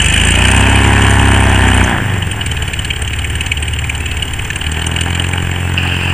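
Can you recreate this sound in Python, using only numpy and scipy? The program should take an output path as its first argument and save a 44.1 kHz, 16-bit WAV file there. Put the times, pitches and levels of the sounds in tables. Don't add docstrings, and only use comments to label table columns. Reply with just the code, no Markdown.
import sys
import numpy as np
from scipy import signal
from scipy.fft import rfft, irfft
from scipy.io import wavfile
from scipy.ndimage import uniform_filter1d

SR = 44100
rng = np.random.default_rng(int(sys.argv[2]) if len(sys.argv) > 2 else 0)


def linear_from_db(decibels):
    return 10 ** (np.asarray(decibels, float) / 20)


def generate_wav(sig):
    pcm = np.round(np.clip(np.atleast_2d(sig).T, -1, 1) * 32767).astype(np.int16)
    wavfile.write(sys.argv[1], SR, pcm)


N = 270333
T = np.arange(N) / SR
HZ = np.arange(N // 2 + 1) * SR / N

# time [s], rate [Hz].
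CYCLE_RATE = [(0.0, 23.17), (0.19, 26.89), (0.56, 32.87), (0.87, 34.33), (1.19, 33.98), (1.86, 31.08),
              (2.03, 25.77), (2.45, 19.34), (2.65, 17.96), (3.0, 17.38), (3.3, 18.25), (3.87, 18.6),
              (4.32, 17.9), (4.51, 17.91), (4.8, 20.36), (5.27, 22.08), (6.13, 22.33)]
# multiple of the cycle rate, level under power, idling, pulling away [dB].
EXHAUST_ORDERS = [(1, -30, -55, -57), (6, -23, -30, -25), (7, -26, -30, -46), (8, -24, -38, -29),
                  (9, -35, -37, -51), (10, -29, -44, -43), (11, -34, -49, -53), (12, -31, -43, -38),
                  (13, -36, -48, -51), (14, -38, -41, -38), (16, -38, -48, -42), (18, -38, -47, -42),
                  (20, -31, -49, -42), (22, -35, -48, -49), (24, -31, -48, -47), (26, -32, -54, -56),
                  (28, -33, -57, -55), (30, -34, -59, -53), (32, -37, -59, -55)]
# multiple of the cycle rate, level spooling up, under power, idling, pulling away [dB].
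LUMPY_ORDERS = [
    (2, -21, -13, -34, -41),
    (3, -19, -13, -38.5, -41),
    (5, -42, -31, -24.5, -40),
]
# frequency [Hz], level [dB].
PIPE_RING = [(15, -22), (40, -7), (70, 2), (100, 4), (140, -5.5), (250, -32.0), (450, -10.5), (700, -56.0)]
# frequency [Hz], level [dB per Hz].
CRACK_COLOUR = [(120, -15.5), (200, -6), (270, -1.5), (297, -7), (335, -3.5), (503, -16.5), (799, -2.5),
                (1230, -12), (1770, -2.5), (2600, -24), (3380, -20.5), (5720, -120)]
# time [s], peak [dB], treble against the peak [dB].
STRONG_CHUFFS = [(2.1381, 2, -25), (2.2244, 3, -28), (2.3152, -1, -21), (2.4135, -0.5, -22),
                 (2.4644, 3, -15), (2.5158, -3.5, -11.5), (2.5706, -1.5, -23), (2.623, -3, -9.5),
                 (2.7333, -4.5, -14.5), (2.848, -5.5, -18.5), (2.9064, -3, -22.5), (3.0201, -6.5, -19),
                 (3.0755, -10.5, -13), (3.3539, -4, -16.5), (3.4082, -1.5, -14.5), (3.4641, -3.5, -15),
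                 (3.5185, -1.5, -17), (3.5719, -7.5, -14), (3.6262, -7, -15), (3.8971, -9, -14),
                 (4.0608, -7, -16), (4.5077, -4.5, -23.5), (4.5596, -6.5, -16.5), (4.7158, -12, -4.5),
                 (4.8175, -13, -10), (4.8659, -13.5, -3), (4.9627, -2.5, -19), (5.0086, -4, -16),
                 (5.1498, -8, -16.5)]
# centre [Hz], width [Hz], level [dB], 1 if in the treble group.
CHUFF_BANDS = [(1730, 115, -6, 0), (2440, 240, 1, 0), (2984, 194, 4.5, 0), (3960, 640, -13.5, 0),
               (6430, 490, -14.5, 1), (7330, 410, -8.5, 1), (8540, 560, -5, 1), (9210, 610, -10, 1)]
# time [s], level [dB].
LEAK_LEVEL = [(0, -20), (.5, -22), (.8, -26), (1.84, -26.5), (1.95, -41.5), (2.3, -33), (2.8, -28),
              (4.2, -32), (5.0, -28), (5.15, -28.5), (5.6, -38.5), (6.13, -36.5)]
# frequency [Hz], level [dB per Hz].
HISS_COLOUR = [(88, -8), (150, 0.5), (214, -11.5), (396, -9.5), (554, -20.5), (733, -15.5), (1190, -20),
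               (1610, -10), (3030, -8.5), (4090, -36), (5510, -32), (7290, -28), (8780, -21.5),
               (13000, -48)]
# frequency [Hz], level [dB].
PORT_DIFFERENCE = [(300, -48), (700, -28), (1400, -20), (2500, -19), (5000, -16), (9000, -14), (15000, -12)]
# frequency [Hz], lead [radians].
PORT_LEAD = [(1, 0), (1200, 0), (2000, 0.19), (3100, 0.42), (3900, -0.03), (5700, 1.1), (6600, -1.2),
             (9000, -1.1), (14000, -4.5)]
# frequency [Hz], level [dB per Hz].
WIND_COLOUR = [(10, -10), (25, -6), (45, -5.5), (80, -23), (200, -43)]
# start [s], end [s], rise [s], fall [s], level [dB].
ZOOM_MOTOR = [
    (-.1, .84, .01, .04, -21),
    (5.775, 6.3, .004, .04, -20.5),
]
# frequency [Hz], level [dB per Hz].
ZOOM_COLOUR = [(760, -20), (1300, -15.5), (1570, -8.5), (2210, -24), (2470, -0.5), (2800, 0.5),
               (3100, -6.5), (3530, -39), (4800, -23.5), (6000, -40), (7800, -64), (13200, -120)]
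# time [s], peak [dB].
GEAR_KNOCKS = [
    (5.7728, -9),
    (5.7783, -5.5),
    (5.7837, -5),
]
# start [s], length [s], pitch [Hz], level [dB], third harmonic [dB].
FOCUS_WHINES = [
    (.36, .13, 2650, -29, -50),
    (4.02, .13, 2645, -30, -52),
    (5.622, .065, 2652, -31, -44),
]
# frequency [Hz], level [dB], lead of the right side [radians], flutter [dB].
WHISTLES = [
    (7436, -46.5, 1.0, .5),
    (14874, -46, 2.15, 2.2),
]
# frequency [Hz], level [dB].
AMPLIFIER_COLOUR = [(3000, -28), (9000, -1), (13000, -6), (14500, -4), (15500, -24)]

SPOOL_S, CUT_S, CUT_FADE_S, PULL_S, PULL_RISE_S = 0.35, 1.83, .2, 4.5, 0.34
RUMBLE_DB = (-28, -34.5, -34.5, -34)
CRACK_DB = (-20, -13.5, -26, -21.5)
HISS_DB = (-18.5, -18, -26.5, -26)
SECOND_DB = (-1.5, -3, -9, -3.5)
BARK_DB = (-15, -0.5, -6.5, -4)
PLACE = (0.403, 0.31, 0.48, 0.52)


def curves(table):
    s, *columns = np.transpose(table)
    return [np.interp(T, s, c) for c in columns]


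def shape(points):
    hz, db = np.transpose(points)
    return linear_from_db(np.interp(np.log(HZ + 1), np.log(hz), db))


def colour(x, points):
    y = irfft(rfft(x) * shape(points), N)
    return y / np.sqrt(np.mean(y ** 2))


def air():
    mid, side = rng.standard_normal((2, N))
    side = irfft(rfft(side) * shape(PORT_DIFFERENCE), N)
    return np.array([mid + side, mid - side])


def walk(rate):
    k = int(SR / rate)
    held = np.repeat(rng.standard_normal(N // k + 1), k)
    return 1.26 * uniform_filter1d(uniform_filter1d(held, k), k)[:N]


def steady(gate):
    return gate / np.sqrt(uniform_filter1d(gate ** 2, size=SR // 4) + 1e-9)


def ramp(start, end, rise_s, fall_s):
    return np.clip(np.minimum((T - start) / rise_s, (end - T) / fall_s), 0, 1)


def throttle(fade_s, lag_s=0.):
    opened = np.exp(-np.maximum(T - CUT_S - lag_s, 0) / fade_s)
    spool = np.exp(-(T / SPOOL_S) ** 2)
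    pull = (1 - opened) * np.clip((T - PULL_S) / PULL_RISE_S, 0, 1)
    return np.array([spool * opened, (1 - spool) * opened, 1 - opened - pull, pull])


def by_state(values, fade_s=CUT_FADE_S, lag_s=0.):
    return np.asarray(values, float) @ throttle(fade_s, lag_s)


def exhaust(cycle, power, pull, bark_db):
    idle = np.clip(1 - power - pull, 0, 1)
    low, rumble_db = low_orders(np.gradient(cycle) * SR)
    thump = .59 * idle + .615 * pull + .46 * power
    waver = .04 + .14 * idle
    out = 0
    for k, gain in enumerate(low, 2):
        phase = 2 * np.pi * k * (cycle - thump) + waver * walk(12)
        out = out + gain * (1 + waver * walk(15)) * np.cos(phase)
    start = np.where(power > .5, .035, .6 + .038 * pull)
    for k, power_db, idle_db, pull_db in EXHAUST_ORDERS:
        k = round(k)
        sign = -1 if k == 6 else 1
        gain = power * linear_from_db(power_db + bark_db * min(k / 20, 1))
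        gain = gain + sign * idle * linear_from_db(idle_db) + pull * linear_from_db(pull_db)
        drift = (waver + .012 * k) * walk(10)
        phase = 2 * np.pi * k * (cycle - start) + drift
        out = out + gain * (1 + 2 * waver * walk(12)) * np.cos(phase)
    firing = np.floor(4 * cycle - .4).astype(int) + 1
    kicks = np.diff(firing, prepend=0) * rng.standard_normal(2000)[firing]
    rumble = colour(kicks + 0.0027 * rng.standard_normal(N), PIPE_RING)
    return np.sqrt(2) * out + linear_from_db(rumble_db + 2.5) * rumble


def low_orders(hz):
    shares = throttle(0.062)
    second, third, fifth = (linear_from_db(np.array(row[1:])) @ shares for row in LUMPY_ORDERS)
    fifth = fifth * linear_from_db(-2.5 * (T - 3.0) * shares[2])
    pipe_hz, pipe_width_hz, pipe_db, floor_db = 90.2, 8.1, -17.5, -33
    fourth = linear_from_db(np.maximum(pipe_db - ((4 * hz - pipe_hz) / pipe_width_hz) ** 2, floor_db))
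    missed_s, missed_width_s, missed_db = 2.36, 0.058, -10
    fourth = fourth * linear_from_db(missed_db * np.exp(-((T - missed_s) / missed_width_s) ** 2))
    stumble_end_s, edge_s, misfire_db = 2.85, .08, -29
    stumble = ramp(CUT_S, stumble_end_s, edge_s, edge_s)
    rumble_db = (1 - stumble) * by_state(RUMBLE_DB) + stumble * misfire_db
    return (second, third, fourth, fifth), rumble_db


def valves(cycle, hz, power, crack_db, bark_db):
    turns = 4 * cycle - .12 - .42 * (1 - power)
    gate, k = bursts(turns, 0.00045, 0.0033, 4 * hz)
    scatter_db = 1.6 * rng.standard_normal(2000)
    size = linear_from_db(scatter_db + np.tile([1.8, 1.4, 1.0, -1.8], 500))[k]
    clatter = 0.44 * linear_from_db(3.6 * walk(40))
    spit = colour(air() * steady(gate * size + clatter), CRACK_COLOUR)
    cylinder = linear_from_db(np.tile([-0.5, -9.5, -1.0, -7.5], 500))[k]
    beats = steady(np.diff(k, prepend=k[0]) * size * cylinder)
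    rattle = rng.standard_normal(300) * np.exp(-T[:300] / .0015)
    click = colour(signal.fftconvolve(beats, rattle)[:N], CRACK_COLOUR)
    return linear_from_db(crack_db - 3.5) * (.8 * spit + linear_from_db(bark_db - 1) * click)


def bursts(turns, rise_s, fall_s, hz):
    since = turns % 1 / hz
    envelope = (1 - np.exp(-(since / rise_s) ** 2)) * np.exp(-since / fall_s)
    return envelope, np.floor(turns).astype(int) + 2


def chuffs(cycle, hz, power, place, second_db, chuff_db):
    s, peak_db, treble_db = np.transpose(STRONG_CHUFFS)
    first, k = puff(cycle - place - .05, hz, 0.0026, 0.0074)
    second, j = puff(cycle - place - .57 - .09 * power, hz, .002, .0045)
    loud = k[(s * SR).astype(int) + 130]
    strength_db = 2.2 * rng.standard_normal((400, 4)).T
    strength_db[0, loud] = peak_db + 10.5
    strength_db[1, loud] = peak_db + treble_db + 26.0
    out = 0
    for centre_hz, width_hz, db, group in CHUFF_BANDS:
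        group = int(round(group))
        tint = linear_from_db(3.6 * rng.standard_normal((400, 2)).T)
        main = first * linear_from_db(strength_db[group, k])
        late = second * linear_from_db(second_db + strength_db[2 + group, j])
        scale = np.sqrt(uniform_filter1d((main + late) ** 2, size=SR // 4))
        gate = (main * tint[0, k] + late * tint[1, j]) / scale + 0.044 * group + 0.18 * power
        bell = np.exp(-((HZ - centre_hz) / width_hz) ** 2 / 2)
        band = irfft(rfft(air() * gate) * bell, N) * np.sqrt(SR / 4 / width_hz)
        load_db = power * (1 - group) * (8.5 - 4.15 * centre_hz / 1000)
        out = out + linear_from_db(db + load_db) * band
    return linear_from_db(chuff_db) * out


def puff(turns, hz, rise_s, fall_s):
    since = ((turns + .5) % 1 - .5) / hz
    envelope = np.exp(-(since / np.where(since < 0, rise_s, fall_s)) ** 2)
    return envelope, np.floor(turns + .5).astype(int) + 2


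def propeller(hiss_db):
    return linear_from_db(hiss_db - 0.5 + 0.99 * walk(25.12)) * colour(air(), HISS_COLOUR)


def at_ports(craft):
    lead = np.interp(HZ, *np.transpose(PORT_LEAD))
    return irfft(rfft(craft) * np.exp(1j * lead / 2 * np.array([[1], [-1]])), N)


def wind():
    return linear_from_db(-34.5 + 1.0 * walk(5.1)) * colour(rng.standard_normal(N), WIND_COLOUR)


def zoom_motor():
    run = sum(linear_from_db(db) * ramp(start, end, rise, fall) for start, end, rise, fall, db in ZOOM_MOTOR)
    rasp = run * linear_from_db(1.1 * walk(160))
    for start, db in GEAR_KNOCKS:
        rasp = rasp + linear_from_db(db - 3.5) * np.exp(-((T - start - .001) / 0.0014) ** 2)
    return colour(air() * rasp, ZOOM_COLOUR) * np.sqrt(np.mean(rasp ** 2))


def focus_motor():
    out = 0
    for start, length, hz, db, third_db in FOCUS_WHINES:
        on = ramp(start, start + length, 0.0026, 0.0026)
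        turn = 2 * np.pi * hz * (T - start) * (1 - 0.0067 * (T - start))
        tone = linear_from_db(db) * np.sin(turn) + linear_from_db(third_db) * np.sin(3 * turn)
        out = out + on * np.sqrt(2) * tone
    return out


def electronics():
    out = linear_from_db(-51.5) * colour(rng.standard_normal((2, N)), AMPLIFIER_COLOUR)
    for hz, db, lead, flutter_db in WHISTLES:
        turn = 2 * np.pi * hz * T + flutter_db * .2 * walk(70) + np.array([[-lead], [lead]]) / 2
        flutter = 1.6 * flutter_db * np.sin(2 * np.pi * 28.0 * T + 1.5 * walk(25))
        out = out + np.sqrt(2) * linear_from_db(db + 4.5 + flutter) * np.sin(turn)
    return out


def scene():
    hz = curves(CYCLE_RATE)[0]
    cycle = np.cumsum(hz) / SR
    spool, loaded, _, pull = throttle(CUT_FADE_S, .05)
    power = spool + loaded
    bark_db = by_state(BARK_DB)
    crack_db = by_state(CRACK_DB, fade_s=0.24, lag_s=0.13)
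    craft = valves(cycle, hz, power, crack_db, bark_db)
    craft = craft + chuffs(cycle, hz, power, by_state(PLACE), by_state(SECOND_DB), curves(LEAK_LEVEL)[0])
    craft = craft + propeller(by_state(HISS_DB))
    camera = zoom_motor() + focus_motor() + electronics()
    return exhaust(cycle, power, pull, bark_db) + at_ports(craft) + wind() + camera


def band_limit(x):
    return signal.sosfilt(signal.butter(12, 15200, fs=SR, output="sos"), x)


def record(dry):
    top_hz, offset = 15150, -0.019
    cut = signal.sosfilt(signal.ellip(8, .2, 60, top_hz, fs=SR, output="sos"), dry)
    mix = np.clip(cut + offset, -1, 1)
    return band_limit(mix)


dry = scene()
out = record(dry)
generate_wav(out)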